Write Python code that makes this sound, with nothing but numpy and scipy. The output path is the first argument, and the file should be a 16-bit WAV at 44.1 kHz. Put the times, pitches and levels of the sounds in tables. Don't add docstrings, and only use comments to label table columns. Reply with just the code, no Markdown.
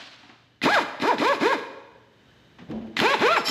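import sys
import numpy as np
from scipy import signal
from scipy.fft import rfft, irfft, next_fast_len
from scipy.io import wavfile
from scipy.ndimage import map_coordinates

SR = 44100
rng = np.random.default_rng(int(sys.argv[2]) if len(sys.argv) > 2 else 0)


def dump_mix(stems):
    frames = np.atleast_2d(stems).T
    limited = np.clip(frames, -1, 1)
    pcm = np.round(limited * 32767).astype(np.int16)
    wavfile.write(sys.argv[1], SR, pcm)


def ratio(d):
    e = np.asarray(d, float) / 20
    return 10 ** e


N = 154350

# air starts in seconds, puffs start in seconds, valve shuts in seconds,
# puff level in dB, air level in dB.
SQUEEZES = [
    (0.62, 0.618, 0.78, -17.5, -30.5),
    (1.001, 1.007, 1.113, -19, -36),
    (1.182, 1.198, 1.32, -19, -34.5),
    (1.396, 1.398, 1.526, -19, -34),
    (2.963, 2.99, 3.124, -20, -31.5),
    (3.199, 3.192, 3.356, -20, -33.5),
    (3.447, 3.469, 3.83, -27.5, -38.5),
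]


def unit(x):
    return x / np.sqrt(np.mean(x ** 2) + 1e-20)


def along(points, hz):
    f, v = np.transpose(points)
    return np.interp(np.log(hz + 1), np.log(f + 1), v)


def wobble(rate):
    return map_coordinates(rng.standard_normal(int(N * rate / SR) + 4), [np.arange(N) * rate / SR])


def filtered(x, response):
    m = next_fast_len(N + SR // 2)
    return irfft(rfft(x, m) * response(np.fft.rfftfreq(m, 1 / SR)), m)[..., :N]


def noise(spectrum):
    return unit(filtered(rng.standard_normal(N), lambda hz: ratio(along(spectrum, hz))))


def since(s):
    return np.maximum(np.arange(N) / SR - s, 0)


def resonances(table):
    def response(f):
        total = 0
        for k, (centre, width, db) in enumerate(table):
            damping = 1j * f * width
            total = total + (-1) ** k * ratio(db) * damping / (centre ** 2 - f * f + damping)
        return total
    return response


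def dips(table):
    def response(f):
        cuts = [1 - depth * resonances([(centre, width, 0)])(f) for centre, width, depth in table]
        return np.prod(cuts, axis=0)
    return response


def hum():
    # frequency in Hz, level in dB.
    hum_tones = [
        (118.4, -58),
        (296.1, -69.5),
    ]
    t = np.arange(N) / SR
    return sum(ratio(db - 1.5 + 0.44 * wobble(7.64)) * np.sin(2 * np.pi * hz * t) for hz, db in hum_tones)


def room_air():
    # frequency in Hz, level in dB per Hz.
    air_spectrum = [(18, -59), (30, -33), (48, 7.5), (123, 1), (1190, -21), (2990, -23.5), (4880, -29.5),
                    (11700, -47), (14000, -45)]
    # time in seconds, level in dB.
    swell = [(0, -5.5), (.6, -5.5), (2.1, -3), (2.3, 1.5), (3.5, -1.5)]
    # centre in Hz, width in Hz, level in dB.
    whistles = [(1670, 200, 4.5), (3020, 67, 8.5), (3750, 150, 6.5), (6450, 120, -1.5)]
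    level_db = -54 + np.interp(np.arange(N) / SR, *np.transpose(swell)) + 0.5 * wobble(6.7)
    return ratio(level_db) * filtered(noise(air_spectrum), lambda f: 1 + abs(resonances(whistles)(f)))


def fading_hiss():
    # frequency in Hz, level in dB per Hz.
    hiss_spectrum = [(88, -44), (150, -13), (275, -2.5), (467, -14.5), (532, -7), (2620, -4), (4220, -5.5),
                     (12000, -42), (15600, -59), (22000, -120)]
    level_db, t60_s = -41, 1.11
    return ratio(level_db - 60 * since(0) / t60_s + 1.3 * wobble(40.7)) * noise(hiss_spectrum)


def thuds():
    # start in seconds, low level in dB, scuff level in dB, body tone in Hz.
    knocks = [(0.231, -58, -50, 280), (0.294, -68, -48, 294), (2.586, -47, -48, 240),
              (2.611, -40.5, -70, 175), (2.687, -32.5, -53, 148.6), (2.699, -31, -50, 312.1),
              (2.712, -24.5, -47.5, 223), (2.753, -41.5, -56.5, 360), (2.761, -35, -54, 224.7),
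              (2.813, -33.5, -55, 224), (2.87, -43, -57, 332.5), (2.932, -43.5, -57, 214.8)]
    # frequency in Hz, level in dB per Hz.
    rumble_spectrum = [(29, -51), (50, -2), (177, -16), (222, -0.5), (272, -17), (508, -16), (1000, -32.5),
                       (1300, -59), (2200, -120)]
    scuff_spectrum = [(180, -14), (300, -0.5), (499, -22), (684, -8.5), (3060, -16), (7000, -37),
                      (10400, -73), (17600, -120)]
    body_t60_s, rumble_t60_s, scuff_t60_s = 0.22, 0.53, 0.31
    rise_s = 0.0038
    out = np.zeros(N)
    for start, low_db, scuff_db, body_hz in knocks:
        t = since(start)
        body = ratio(6 - 60 * t / body_t60_s) * np.sin(2 * np.pi * body_hz * t)
        rumble = ratio(-3 - 60 * t / rumble_t60_s) * noise(rumble_spectrum)
        scuff = ratio(scuff_db - 60 * t / scuff_t60_s + 2.3 * wobble(80)) * noise(scuff_spectrum)
        out += ratio(low_db) * (body + rumble) * (1 - np.exp(-t / rise_s)) + scuff * (t > 0)
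    return out


def scrape():
    # start in seconds, length in seconds, level in dB.
    touches = [
        (3.358, 0.03, -36.5),
        (3.44, .03, -29.5),
        (3.471, .05, -30.5),
    ]
    # frequency in Hz, width in Hz, level in dB.
    panel = [(2677, 26, -9), (3110, 49, -4), (3980, 38, -4), (4670, 34, 0.5), (5260, 14, 6.5),
             (5370, 23, 3), (6700, 38, -8.5), (7440, 54, -6), (8410, 55, -37), (11540, 60, -19),
             (12500, 80, -22)]
    rise_s, release_t60_s = 0.017, 0.077
    touch = np.zeros(N)
    for start, length, db in touches:
        release = ratio(-60 * since(start + length) / release_t60_s)
        touch += ratio(db) * np.clip(since(start) / rise_s, 0, 1) * release
    grit = rng.standard_normal(N) * ratio(4.7 * wobble(400))
    ringing = ratio(17.5) * filtered(touch * grit, resonances(panel))
    rasp = noise([(2000, -34), (5000, 9), (7800, -22.0), (9000, -14), (11000, -5), (14000, -27)])
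    return ringing + ratio(-6.5) * touch * rasp


def valve():
    # time in seconds, crack level in dB, ring level in dB, knock level in dB.
    clicks = [(0.617, -30, -23, -32.5), (.637, -28, -53, -15.5), (.65, -22, -52, -15),
              (1.0, -28.5, -37, -28), (1.021, -25.5, -25, -18), (1.183, -25, -47, -27),
              (1.2, -29, -30, -18), (1.4095, -42, -35, -43), (2.968, -19, -22.5, -33.5),
              (2.991, -17, -36, -19.5), (3.001, -15.5, -40.5, -45), (3.017, -19.5, -48, -20.5),
              (3.195, -25, -40, -30), (3.3624, -24, -28, -36), (3.483, -21, -49, -29)]
    # frequency in Hz, level in dB per Hz.
    crack_spectrum = [(300, -15), (1000, 0), (2500, 2), (4200, -0.5), (9000, -48.5)]
    ring_hz, knock_hz = 2033, 270.4
    crack_t60_s, ring_t60_s, knock_t60_s = 0.026, 0.048, 0.065
    out = np.zeros(N)
    for start, crack_db, ring_db, knock_db in clicks:
        t = since(start)
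        out += (t > 0) * ratio(crack_db - 60 * t / crack_t60_s) * noise(crack_spectrum)
        out += ratio(ring_db - 60 * t / ring_t60_s) * np.sin(2 * np.pi * ring_hz * t)
        out += ratio(knock_db - 60 * t / knock_t60_s) * np.sin(2 * np.pi * knock_hz * t)
    return out


def spin(start, closing, length, free_hz, lag):
    shut = since(closing) / length
    if length < 0.05:
        shut = (1.5 * shut) ** 3
    push = np.clip(since(start) / 0.01, 0, 1) * np.clip(1 - shut, 0, 1)
    keep = np.exp(-1 / (lag * SR))
    return signal.lfilter([1 - keep], [1, -keep], free_hz * push)


def vane_rate():
    # push starts in seconds, closing starts in seconds, closing time in seconds,
    # free vane rate in Hz, rotor lag in seconds.
    spins = [
        (0.6404, 0.7184, 0.057, 1093, 0.054),
        (1.01, 1.0887, 0.026, 644.2, 0.054),
        (1.1851, 1.2973, 0.0416, 637.6, 0.0518),
        (1.39, 1.504, 0.03, 613.5, 0.05),
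        (2.9948, 3.1188, 0.03, 585.3, 0.038),
        (3.1883, 3.3459, 0.0344, 579.6, 0.0362),
        (3.2683, 3.3148, 0.04, 153.6, 0.032),
        (3.477, 3.6, 0.02, 609.5, 0.036),
    ]
    *pushes, deeper, last = [spin(*row) for row in spins]
    rate = np.max(pushes + [last], axis=0) + deeper
    return rate * (1 + 0.0048 * wobble(150))


def exhaust(rate, turn):
    # centre in Hz, width in Hz, level in dB.
    pipe_far = [(123, 65, -9), (296, 124, 3.5), (405, 168, 4), (592, 290, 0.5), (928, 88, 5),
                (1158, 203, -0.5), (1683, 196, 0), (2150, 160, -8), (2360, 136, -4.5), (3400, 750, -15)]
    pipe_near = [(126, 126, 0), (280, 140, 4.5), (404, 152, 5), (645, 156, 1), (876, 91, 4), (1120, 230, 0),
                 (1620, 320, 2), (2060, 150, -5), (2260, 140, 1), (2640, 380, -1), (3360, 660, -6.5),
                 (4100, 170, -4.5)]
    # centre in Hz, width in Hz, depth from 0 to 1.
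    dips_far = [(360, 28.6, 0.82), (510, 32, 0.83), (773, 135, 0.78)]
    dips_near = [(320, 46, 0.59), (535, 86, 1), (720, 130, 0.51)]
    # frequency in Hz, width in Hz, level in dB.
    shell = [(861, 9.3, -3), (1660, 12, -19)]
    # time in seconds, level in dB, half length in seconds.
    chuffs = [
        (.772, 1.5, 0.0064),
        (0.789, 7.5, 0.0054),
        (1.13, 3, .012),
        (1.328, 4, 0.0072),
        (1.527, 4, 0.0062),
        (3.141, 10, 0.0088),
        (3.368, 11, .005),
        (3.378, 12.5, 0.0058),
    ]
    rise_s, coast_t60_s, moved_s = 0.025, 0.17, 2.2
    t = np.arange(N) / SR
    flow = np.zeros(N)
    for _, start, shut, db, _ in SQUEEZES:
        flow += ratio(db - 60 * since(shut) / coast_t60_s) * np.clip(since(start) / rise_s, 0, 1)
    bark_db = sum(db * np.exp(-((t - s) / half) ** 2) for s, db, half in chuffs)

    train = np.zeros(N)
    for k in range(1, 30):
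        order_db = -4.5 * np.log2(k) + 2.5 * (k == 2) + 2.5 * wobble(45)
        if k > 1:
            order_db = order_db + bark_db
        else:
            order_db = order_db - 0.96 * bark_db * (t < moved_s)
        fade_at_top = np.clip(8 - k * rate / 1000, 0, 1)
        train += ratio(order_db) * np.cos(2 * np.pi * k * turn) * fade_at_top
    train *= np.clip(rate / 150, 0, 1)

    puff_size = ratio(rng.standard_normal(4000))[(turn + 0.5).astype(int)]
    puffs = ratio(1) * flow * puff_size * train

    def muffler(pipe, echo):
        return lambda f: resonances(pipe)(f) * dips(echo)(f) + resonances(shell)(f)

    before = filtered(puffs * (t < moved_s), muffler(pipe_far, dips_far))
    after = filtered(puffs * (t >= moved_s), muffler(pipe_near, dips_near))
    return before + after


def air_rush(turn):
    # frequency in Hz, level in dB per Hz.
    rush_spectrum = [(300, -4), (900, -10), (2000, -3.5), (3000, -12.5), (4200, -5.5), (4600, -13.5),
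                     (7800, -21), (9000, -66)]
    fizz_spectrum = [(4710, -18), (8000, -9), (9050, -5.5), (10100, -4), (11900, -6.5), (14300, -23)]
    # centre in Hz, width in Hz, level in dB.
    housing = [(850, 41, 2), (1680, 95, -10), (2034, 80, 7), (2300, 230, -1), (2450, 42, 15),
               (3060, 180, 6), (3580, 40, 9.5), (3830, 190, -4.5), (4160, 54, -3.5), (5020, 160, 4)]
    rise_s, t60_s, sag_db_per_s = 0.019, 0.32, 9.5
    flow = np.zeros(N)
    for start, _, shut, _, db in SQUEEZES:
        level_db = db - 60 * since(shut) / t60_s - sag_db_per_s * since(start)
        flow += ratio(level_db) * np.clip(since(start) / rise_s, 0, 1)
    chopped = flow * (1 + 0.11 * np.cos(2 * np.pi * turn)) * ratio(2.5 * wobble(60))
    rush = filtered(noise(rush_spectrum), lambda f: 1 + abs(resonances(housing)(f)))
    return chopped * (ratio(-1) * rush + ratio(-20) * noise(fizz_spectrum))


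def motor():
    rate = vane_rate()
    turn = np.cumsum(rate) / SR
    return exhaust(rate, turn) + air_rush(turn)


def shop(x):
    # frequency in Hz, decay time T60 in seconds.
    hall_t60 = [(100, 0.58), (500, 1.17), (1000, 1.006), (3000, 1.005), (8000, 0.77), (13000, 0.61)]
    delay_s = 0.012
    hz, t, z = signal.stft(rng.standard_normal(SR * 3 // 2), SR, nperseg=256)
    decay = ratio(-60 * t / along(hall_t60, hz)[:, None])
    tail = signal.istft(z * decay, SR, nperseg=256)[1]
    delayed = np.pad(x, (round(delay_s * SR), 0))
    return signal.fftconvolve(delayed, tail / np.linalg.norm(tail))[:N]


def scene():
    # frequency in Hz, level in dB.
    side_level = [(60, -27), (370, -44), (1400, -43), (2800, -34), (5600, -29), (9000, -27), (11000, -9),
                  (12500, 1), (14000, 3)]
    near = thuds() + scrape() + valve() + motor()
    mid = hum() + room_air() + fading_hiss() + near + ratio(-11) * shop(near)
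    scatter = rng.standard_normal(8000) * np.exp(-np.arange(8000) / 1500)
    scattered = signal.fftconvolve(mid, scatter / np.linalg.norm(scatter))[:N]
    side = filtered(scattered, lambda hz: ratio(along(side_level, hz)))
    return np.array([mid + side, mid - side])


def roll_off(x):
    return signal.sosfilt(signal.butter(12, 14970, fs=SR, output="sos"), x)


def record(dry):
    # frequency in Hz, level in dB.
    left_tilt = [(9000, 0), (12500, -3)]
    low_cut_hz, top_hz = 90.5, 14950
    notch_hz, notch_width_hz = 9160, 790
    clip_top, hardness = 0.49, 5
    clipped = dry / (1 + abs(dry / clip_top) ** hardness) ** (1 / hardness)

    def overall_colour(f):
        low_cut = (1j * f / (low_cut_hz + 1j * f)) ** 3
        off_notch = notch_hz ** 2 - f * f
        notch = off_notch / (off_notch + 1j * f * notch_width_hz)
        channels = ratio(np.outer([0.5, -0.5], along(left_tilt, f)))
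        return low_cut * notch * (f < top_hz) * channels

    return roll_off(filtered(clipped, overall_colour))


dry = scene()
out = record(dry)
dump_mix(out)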